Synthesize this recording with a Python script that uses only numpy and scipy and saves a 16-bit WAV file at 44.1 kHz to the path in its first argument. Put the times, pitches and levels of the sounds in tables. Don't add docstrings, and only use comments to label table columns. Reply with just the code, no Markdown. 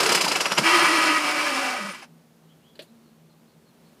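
import sys
import numpy as np
from scipy import signal
from scipy.fft import rfft, irfft
from scipy.io import wavfile
from scipy.ndimage import uniform_filter1d

SR = 44100
rng = np.random.default_rng(int(sys.argv[2]) if len(sys.argv) > 2 else 0)


def store_pcm(level_fs):
    pcm = np.round(np.clip(level_fs, -1, 1) * 32767).astype(np.int16)
    wavfile.write(sys.argv[1], SR, np.atleast_2d(pcm).T)


N = 176400
TIME_S = np.arange(N) / SR


def amp(db):
    return 10 ** (np.asarray(db) / 20)


def unit(x):
    return x / np.sqrt(np.mean(x ** 2))


def noise():
    return rng.standard_normal(N)


def walk(rate_hz):
    step = max(int(SR / rate_hz), 1)
    held = np.repeat(rng.standard_normal(N // step + 1), step)
    return unit(uniform_filter1d(held, step)[:N])


def curve(rows, column=1):
    rows = np.array(rows, float)
    return np.interp(TIME_S, rows[:, 0], rows[:, column])


def swell(at_s, rise_s, fall_s):
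    t = TIME_S - at_s
    return np.exp(np.minimum(t / rise_s, -t / fall_s))


def fade_out(at_s, over_s=.039):
    return .5 - .5 * np.tanh((TIME_S - at_s) / (2 * over_s))


def cycles(hz, waver, waver_hz):
    return np.cumsum(hz * (1 + waver * walk(waver_hz))) / SR


def sine(turns):
    return unit(np.sin(2 * np.pi * turns))


def clatter(per_s=5000, scatter_db=4.5):
    impacts = (rng.random(N) < per_s / SR) * np.sign(noise())
    return unit(impacts * amp(scatter_db * noise()))


def cut(x, hz, kind):
    return signal.sosfilt(signal.butter(4, hz, kind, fs=SR, output="sos"), x)


def through(x, response):
    return signal.fftconvolve(x, response / np.linalg.norm(response))[:N]


def colour(x, points, size=4096):
    hz, db = np.array(points, float).T
    f = np.maximum(np.arange(size // 2 + 1) * SR / size, 1)
    gain = amp(np.interp(np.log(f), np.log(hz), db)) * np.minimum(f / hz[0], 1) ** 3
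    cepstrum = irfft(np.log(gain + 1e-6))
    cepstrum[1:size // 2] *= 2
    cepstrum[size // 2:] = 0
    return through(x, irfft(np.exp(rfft(cepstrum))))


def ring(x, modes):
    t = TIME_S[:SR // 3]
    response = sum((-1) ** k * amp(db) * width * np.exp(-np.pi * width * t) * np.sin(2 * np.pi * hz * t)
                   for k, (hz, width, db) in enumerate(modes))
    return through(x, response)


def ringing_noise(modes):
    return unit(ring(noise(), modes))


def band(hz, width_hz):
    return ringing_noise([(hz, width_hz, 0)])


def echoes(x, t60_s, wet_db):
    t = TIME_S[:SR // 2]
    tail = noise()[:len(t)] * np.exp(-np.log(1000) * t / t60_s) * (t > .002)
    return (x + amp(wet_db) * through(x, tail)) / np.hypot(1, amp(wet_db))


def engine_bay(impacts, t60_s=.052, wet_db=-.5):
    fade = np.exp(-2 * np.log(1000) * TIME_S[:SR // 4] / t60_s)
    energy = np.abs(signal.fftconvolve(impacts ** 2, fade / fade.sum())[:N])
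    return (impacts + amp(wet_db) * np.sqrt(energy) * noise()) / np.hypot(1, amp(wet_db))


# (frequency [Hz], gain [dB])
AIR_SPECTRUM = [(30, -28.5), (70, -8), (120, -10.5), (200, -4), (340, -3), (460, -4.5), (800, -10),
                (1900, -18), (4300, -21), (5000, -23), (15000, -27)]
# (frequency [Hz], width [Hz], level [dB])
DISTANT_HUM = [(162.5, 6.8, -60.5), (228.5, 7.5, -60.5)]


def outdoors(air_db=-60, flicker_db=.6):
    air = amp(air_db - flicker_db * walk(4.5)) * colour(noise(), AIR_SPECTRUM)
    hum = sum(amp(db) * unit(cut(band(hz, width), 120, "high")) for hz, width, db in DISTANT_HUM)
    return air + hum


# (time [s], length [s], start pitch [Hz], target pitch [Hz], level [dB])
BIRD_CALLS = [(2.47, .085, 2650, 3380, -63.5), (2.615, 0.12, 2570, 3480, -61),
              (2.86, 0.05, 4270, 3950, -67), (3.03, .06, 4550, 4250, -65.5),
              (3.285, .055, 4500, 4050, -66.5), (3.47, 0.061, 4450, 4250, -66.5),
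              (3.65, 0.058, 4500, 4170, -65), (3.835, 0.064, 4510, 4150, -67)]


def bird(glide=.39, rasp=.033):
    song = np.zeros(N)
    for at, length, start_hz, target_hz, db in BIRD_CALLS:
        progress = np.clip((TIME_S - at) / length, 0, 1)
        hz = target_hz + (start_hz - target_hz) * np.exp(-progress / glide)
        song += amp(db) * np.sin(np.pi * progress) * np.sin(2 * np.pi * cycles(hz, rasp, 700))
    return echoes(song, t60_s=.25, wet_db=-2.5)


# (time [s], body [dB], tick [dB], decay [s], ring [dB])
LATCH_CLICKS = [(2.755, -54, -65, 0.013, -55), (2.7922, -37, -54, 0.014, -44),
                (2.821, -60, -53, 0.017, -75)]
# (frequency [Hz], gain [dB])
LATCH_SPECTRUM = [(200, -14), (330, 4.5), (450, -4), (620, 6), (850, -18), (1300, -15), (1720, -8),
                  (2200, -10), (2800, -4.5), (3900, -7.5), (4600, -4), (5300, -17), (6500, -21)]
# (frequency [Hz], width [Hz], gain [dB])
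LATCH_MODES = [(1734, 45, -7), (4110, 90, -2), (4660, 51, -2)]


def latch(rise_s=.00035, rattle_db=-15, rattle_s=.026, ring_s=.0092):
    body, tick, metal = np.zeros((3, N))
    for at, body_db, tick_db, decay_s, ring_db in LATCH_CLICKS:
        strike = swell(at, rise_s, decay_s)
        body += amp(body_db) * (strike + amp(rattle_db) * swell(at, rise_s, rattle_s))
        tick += amp(tick_db) * strike
        metal += amp(ring_db) * swell(at, rise_s, ring_s)
    return (metal * ringing_noise(LATCH_MODES)
            + cut(colour(body * noise(), LATCH_SPECTRUM), 5430, "low")
            + colour(tick * noise(), [(7500, 0), (10500, -1), (15000, -9)]))


# (time [s], level [dB])
PANEL_LEVEL = [(1.1, -90), (1.24, -40), (1.3, -35), (1.37, -39), (1.45, -60), (1.6, -40), (1.7, -40),
               (1.8, -90)]


def panel(pitch_hz=736):
    return amp(curve(PANEL_LEVEL)) * sine(cycles(pitch_hz, waver=.01, waver_hz=100))


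# (time [s], pitch [Hz], level [dB])
BELT_SQUEAK = [(.36, 5800, -66), (.41, 5755, -44), (.5, 5680, -42), (.57, 5660, -37.5), (.6, 5600, -56.5),
               (.62, 5660, -100)]
# (time [s], pitch [Hz], level [dB])
BELT_WHINE = [(0, 409.6, -40.5), (.07, 399, -29), (.15, 367.3, -37), (.2, 340.2, -48.5), (.3, 297, -38.5),
              (.45, 240, -59.5), (.55, 205, -100)]


def belt(octave_db=-15):
    turns = cycles(curve(BELT_SQUEAK), waver=.009, waver_hz=700)
    squeak = unit(sine(turns) + amp(octave_db) * sine(2 * turns))
    whine = sine(cycles(curve(BELT_WHINE), waver=.043, waver_hz=90))
    return amp(curve(BELT_SQUEAK, column=2)) * squeak + amp(curve(BELT_WHINE, column=2)) * whine


# (time [s], level [dB])
MOUNT_THUMPS = [(.1, -37.5), (.135, -36), (.215, -41), (.25, -35), (.375, -45), (.52, -42), (.587, -33),
                (.612, -33.5), (.825, -33.5)]
# (time [s], pitch [Hz], width [Hz], level [dB])
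LOOSE_CLUNKS = [(.267, 905, 70, -23), (.313, 2650, 250, -25.5), (.346, 2400, 500, -40),
                (.442, 1200, 300, -37.5), (.459, 1200, 250, -27), (.503, 1300, 300, -35),
                (.509, 2700, 400, -33.5), (.532, 1200, 300, -26), (.61, 1300, 611.4, -28)]


def mounts(thump_hz=182.6, thump_width_hz=38):
    force = sum(amp(db) * swell(at, rise_s=.009, fall_s=.025) for at, db in MOUNT_THUMPS)
    thumps = force * unit(cut(band(thump_hz, thump_width_hz), 115, "high"))
    clunks = sum(amp(db) * swell(at, rise_s=.0034, fall_s=.0091) * band(hz, width)
                 for at, hz, width, db in LOOSE_CLUNKS)
    return thumps + clunks


# (frequency [Hz], gain [dB])
CLACK_SPECTRUM = [(250, -15), (700, 6), (1400, 3), (2800, 1), (3700, -12), (5200, -3), (7500, -28),
                  (10000, -11), (12000, -34)]


def gear_stop(squeal_db=-46, clack_db=-39.5):
    squeal = amp(squeal_db) * swell(at_s=1.921, rise_s=.04, fall_s=.013) * band(9200, width_hz=160)
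    clack = amp(clack_db) * swell(at_s=2.028, rise_s=.006, fall_s=.013) * noise()
    return squeal + colour(clack, CLACK_SPECTRUM)


# (time [s], level [dB])
SINGING_LEVEL = [(.62, -75), (.66, -26.5), (.75, -27.5), (.85, -29.5), (.9, -27), (.97, -25.5), (1.06, -27),
                 (1.115, -24), (1.142, -25.5), (1.165, -19), (1.18, -26), (1.2, -35), (1.5, -45),
                 (1.84, -38.5), (1.875, -36), (1.9, -47), (2.07, -100)]
# (frequency [Hz], gain [dB])
SINGING_MODES = [(1260, -2.5), (1932, -8)]
# (time [s], level [dB])
GROWL_LEVEL = [(.63, -70.5), (.66, -23.5), (.74, -22.5), (.83, -23), (.88, -25.5), (.93, -26.5),
               (1.08, -27), (1.17, -34.5), (1.2, -51), (1.25, -100)]
# (frequency [Hz], width [Hz], gain [dB])
GROWL_MODES = [(590, 55, -7.5), (990, 64, 1.5), (1041, 30, -7), (1330, 45, -4), (1670, 30, -7),
               (1940, 35, 2.5), (2292, 42, -3.5), (2600, 50, -5.5), (2690, 30, -1.5), (2830, 37, -4.5),
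               (3073, 25, -3), (3213, 40, -4.5), (4260, 120, -10), (5084, 270, -14.5)]
# (time [s], level [dB])
HISS_LEVEL = [(.61, -91.5), (.65, -38.5), (1, -40), (1.3, -48), (1.6, -48), (1.85, -56), (1.92, -60),
              (1.97, -74), (2.07, -100)]
# (frequency [Hz], width [Hz], gain [dB])
HISS_MODES = [(6980, 110, -2.5), (6980, 70, -4.5), (9060, 200, -0.5), (10050, 400, -7.5)]


def gear_singing(flutter_db=2.5):
    tones = np.zeros(N)
    for hz, db in SINGING_MODES:
        tone = sine(cycles(hz, waver=.008, waver_hz=200))
        tones += amp(db + flutter_db * walk(160)) * tone
    growl = amp(curve(GROWL_LEVEL)) * ringing_noise(GROWL_MODES)
    hiss = amp(curve(HISS_LEVEL)) * ringing_noise(HISS_MODES)
    return amp(curve(SINGING_LEVEL)) * unit(tones) + growl + hiss


# (frequency [Hz], width [Hz], gain [dB])
CAVITY_MODES = [(576, 41, -2.5), (774, 12, -3.5)]


def cavity_boom(teeth, hits, force, jitter_teeth=.09, force_limit_db=-31.5):
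    harmonics = sum(sine(k * (teeth + jitter_teeth * walk(150))) for k in (2, 3))
    boom = amp(-10.5) * unit(ring(harmonics, CAVITY_MODES))
    rumble = amp(-14) * ring(hits, CAVITY_MODES)
    return np.minimum(force, amp(force_limit_db)) * (boom + rumble) * fade_out(at_s=1.856)


# (time [s], level [dB])
MESH_LEVEL = [(.61, -72), (.635, -35), (.68, -25.5), (.705, -30.5), (.76, -24.5), (.8, -36.5), (.83, -23),
              (.86, -46), (.885, -33), (.905, -27), (.955, -31), (.98, -26.5), (1.01, -32), (1.085, -26),
              (1.13, -30), (1.22, -36), (1.5, -38.5), (1.66, -38), (1.795, -49), (1.82, -38), (1.895, -39),
              (1.915, -53), (2.07, -92)]
# (time [s], level [dB])
THIRD_LEVEL = [(1.4, -90), (1.5, -39), (1.62, -44), (1.67, -35), (1.71, -37.5), (1.755, -33.5),
               (1.785, -54), (1.84, -55), (1.87, -45), (1.91, -43), (1.93, -68), (2.07, -100)]


def mesh_hum(teeth, flutter_db=1.5, jitter_teeth=.025):
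    hum = amp(curve(MESH_LEVEL) + flutter_db * walk(90)) * sine(teeth)
    third = amp(curve(THIRD_LEVEL)) * sine(3 * (teeth + jitter_teeth * walk(150)))
    return hum + third


# (time [s], tooth rate [Hz])
TOOTH_RATE = [(.62, 320), (.68, 324), (.745, 366), (.79, 317), (.825, 347), (.87, 307), (.93, 330),
              (.975, 325), (1.04, 320), (1.13, 314), (1.2, 302), (1.26, 305), (1.45, 301), (1.55, 274),
              (1.65, 270), (1.77, 237), (1.83, 196), (1.885, 203), (1.915, 176), (2.06, 129)]
# (time [s], level [dB])
GRIND_FORCE = [(.61, -90), (.632, -25), (.652, -20), (.8, -20), (.9, -21.5), (1.08, -21.5), (1.14, -24.5),
               (1.165, -22.5), (1.19, -24.5), (1.45, -25), (1.68, -27), (1.78, -31), (1.88, -34.5),
               (1.95, -37.5), (2.01, -43.5), (2.045, -44.5), (2.07, -79), (2.1, -110)]
# (frequency [Hz], width [Hz], gain [dB])
HOUSING_MODES = [(908, 56, -8.5), (996, 27, -3.5), (1031.5, 30, -3.5), (1217, 37, 1.5), (1361, 30, -7),
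                 (1478, 35, -2), (1703, 42, -3), (1973, 40, -3), (2023, 36, -2.5), (2303, 86, 1),
                 (2615, 26, -3.5), (2707, 24, -3.5), (2872, 40, -5.5), (3090, 23, -6.5), (3205, 32, -9),
                 (4240, 81, -16.5), (4800, 70, -12), (5270, 50, -9)]
# (frequency [Hz], gain [dB])
SCRAPE_SPECTRUM = [(130, -28.5), (190, -20.5), (330, -7.5), (480, -15), (680, -14.5), (1100, -5),
                   (1800, -9), (2700, -10.5), (3500, -15), (5200, -14), (6400, -18.5), (9600, -22.5),
                   (11500, -28), (15000, -37.5)]


def starter(jitter_teeth=.16, flutter_db=.7, chatter_db=7.5, housing_db=-2, scrape_db=-3.5):
    teeth = cycles(curve(TOOTH_RATE), waver=.028, waver_hz=120)
    uneven_teeth = np.maximum.accumulate(teeth + jitter_teeth * walk(300))
    hits = unit(np.diff(np.floor(uneven_teeth), prepend=0) > 0)
    force = amp(curve(GRIND_FORCE) + flutter_db * walk(50))
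    blows, rasp = (force * unit(hits + amp(chatter_db) * clatter(per_s=2500, scatter_db=1.5))
                   for _ in range(2))
    housing = amp(housing_db) * ring(blows * fade_out(at_s=2), HOUSING_MODES)
    scrape = amp(scrape_db) * colour(engine_bay(rasp), SCRAPE_SPECTRUM)
    return housing + scrape + mesh_hum(teeth) + cavity_boom(teeth, hits, force)


# (time [s], level [dB], relative treble [dB], relative ring [dB], knock decay [s])
STROKES = [(.003, -13.5, -5.5, -6.5, 0.0089), (0.033, -21, -4, -8.5, 0.0073), (0.062, -16, -5, 1, 0.0072),
           (0.092, -16.5, -2, -8.5, 0.018), (0.121, -16.5, 0.5, -2.5, 0.0071), (0.149, -17.5, 3, 1.5, .01),
           (0.178, -20, -8, 3, 0.013), (0.211, -20.5, 5, 7.5, 0.0049), (0.245, -18.5, -3.5, -1, .01),
           (0.282, -25, 5, 4.5, 0.005), (.318, -21, 0, 2, 0.019), (0.359, -23.5, -1, 9, 0.011),
           (0.406, -21.5, 1, 2.5, 0.0089), (0.458, -18.5, -7.5, 2.5, 0.011),
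           (0.519, -19.5, -4.5, -2, 0.0079), (.581, -12.5, -7, 2, 0.0098)]
# (time [s], level [dB])
CHURN_LEVEL = [(0, -22), (.15, -28.5), (.3, -27.5), (.45, -28.5), (.55, -32.5), (.62, -27.5), (.68, -48),
               (.72, -100)]
# (frequency [Hz], gain [dB])
BLOCK_SPECTRUM = [(59, -50.5), (100, -19.5), (176, -9), (274, -9.5), (375, -2), (482, -4.5), (535, -2.5),
                  (748, -4), (831, -6.5), (983, 1), (1140, -5.5), (1240, -1), (1840, -6.5), (2750, -7),
                  (3610, -12), (4940, -6), (6090, -13), (10100, -17), (15000, -33)]
# (frequency [Hz], width [Hz], gain [dB])
BLOCK_MODES = [(559.4, 20, -0.5), (764, 33, -1.5), (1080, 180, -7.5), (1173, 44, -1), (2007, 28, -0.5),
               (2303, 110, 1.5), (2630, 50, 3.5), (2894, 110, 1.5), (3390, 41, -4), (5000, 49, -4),
               (7180, 200, -12)]
# (frequency [Hz], width [Hz], gain [dB])
COVER_MODES = [(2960, 140, -5.5), (4136, 90, -4), (4930, 66, 0.5), (5280, 100, -3.5), (7240, 150, -11)]


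def diesel(rise_s=.0048, clang_lead_s=.0023, crossover_hz=3560, treble_db=3):
    knock, crack, clang = np.zeros((3, N))
    for at, db, crack_db, ring_db, decay_s in STROKES:
        knock += amp(db) * swell(at, rise_s, decay_s)
        crack += amp(db + crack_db) * swell(at, rise_s=.0013, fall_s=.013)
        clang += amp(db + ring_db) * swell(at - clang_lead_s, rise_s, fall_s=.0071)
    body, treble, churn = (colour(engine_bay(clatter() * force), BLOCK_SPECTRUM)
                           for force in (knock, crack, amp(curve(CHURN_LEVEL))))
    body = cut(body, crossover_hz, "low")
    treble = amp(treble_db) * cut(treble, crossover_hz, "high")
    churn = amp(-2) * colour(churn, [(50, 0), (3200, 0), (4500, -1)])
    block = amp(-4) * ring(clatter() * clang, BLOCK_MODES)
    cover = amp(-6) * ring(clatter() * crack, COVER_MODES)
    return body + treble + churn + block + cover


def scene():
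    engine = diesel() + mounts() + belt()
    grinding = starter() + gear_singing() + panel() + gear_stop()
    car = cut(engine + grinding + latch(), 125, "high")
    return (car + bird() + outdoors())[None]


def record(dry, top_hz=15450):
    return signal.sosfilt(signal.ellip(10, .2, 80, top_hz, fs=SR, output="sos"), dry)


dry = scene()
out = record(dry)
store_pcm(out)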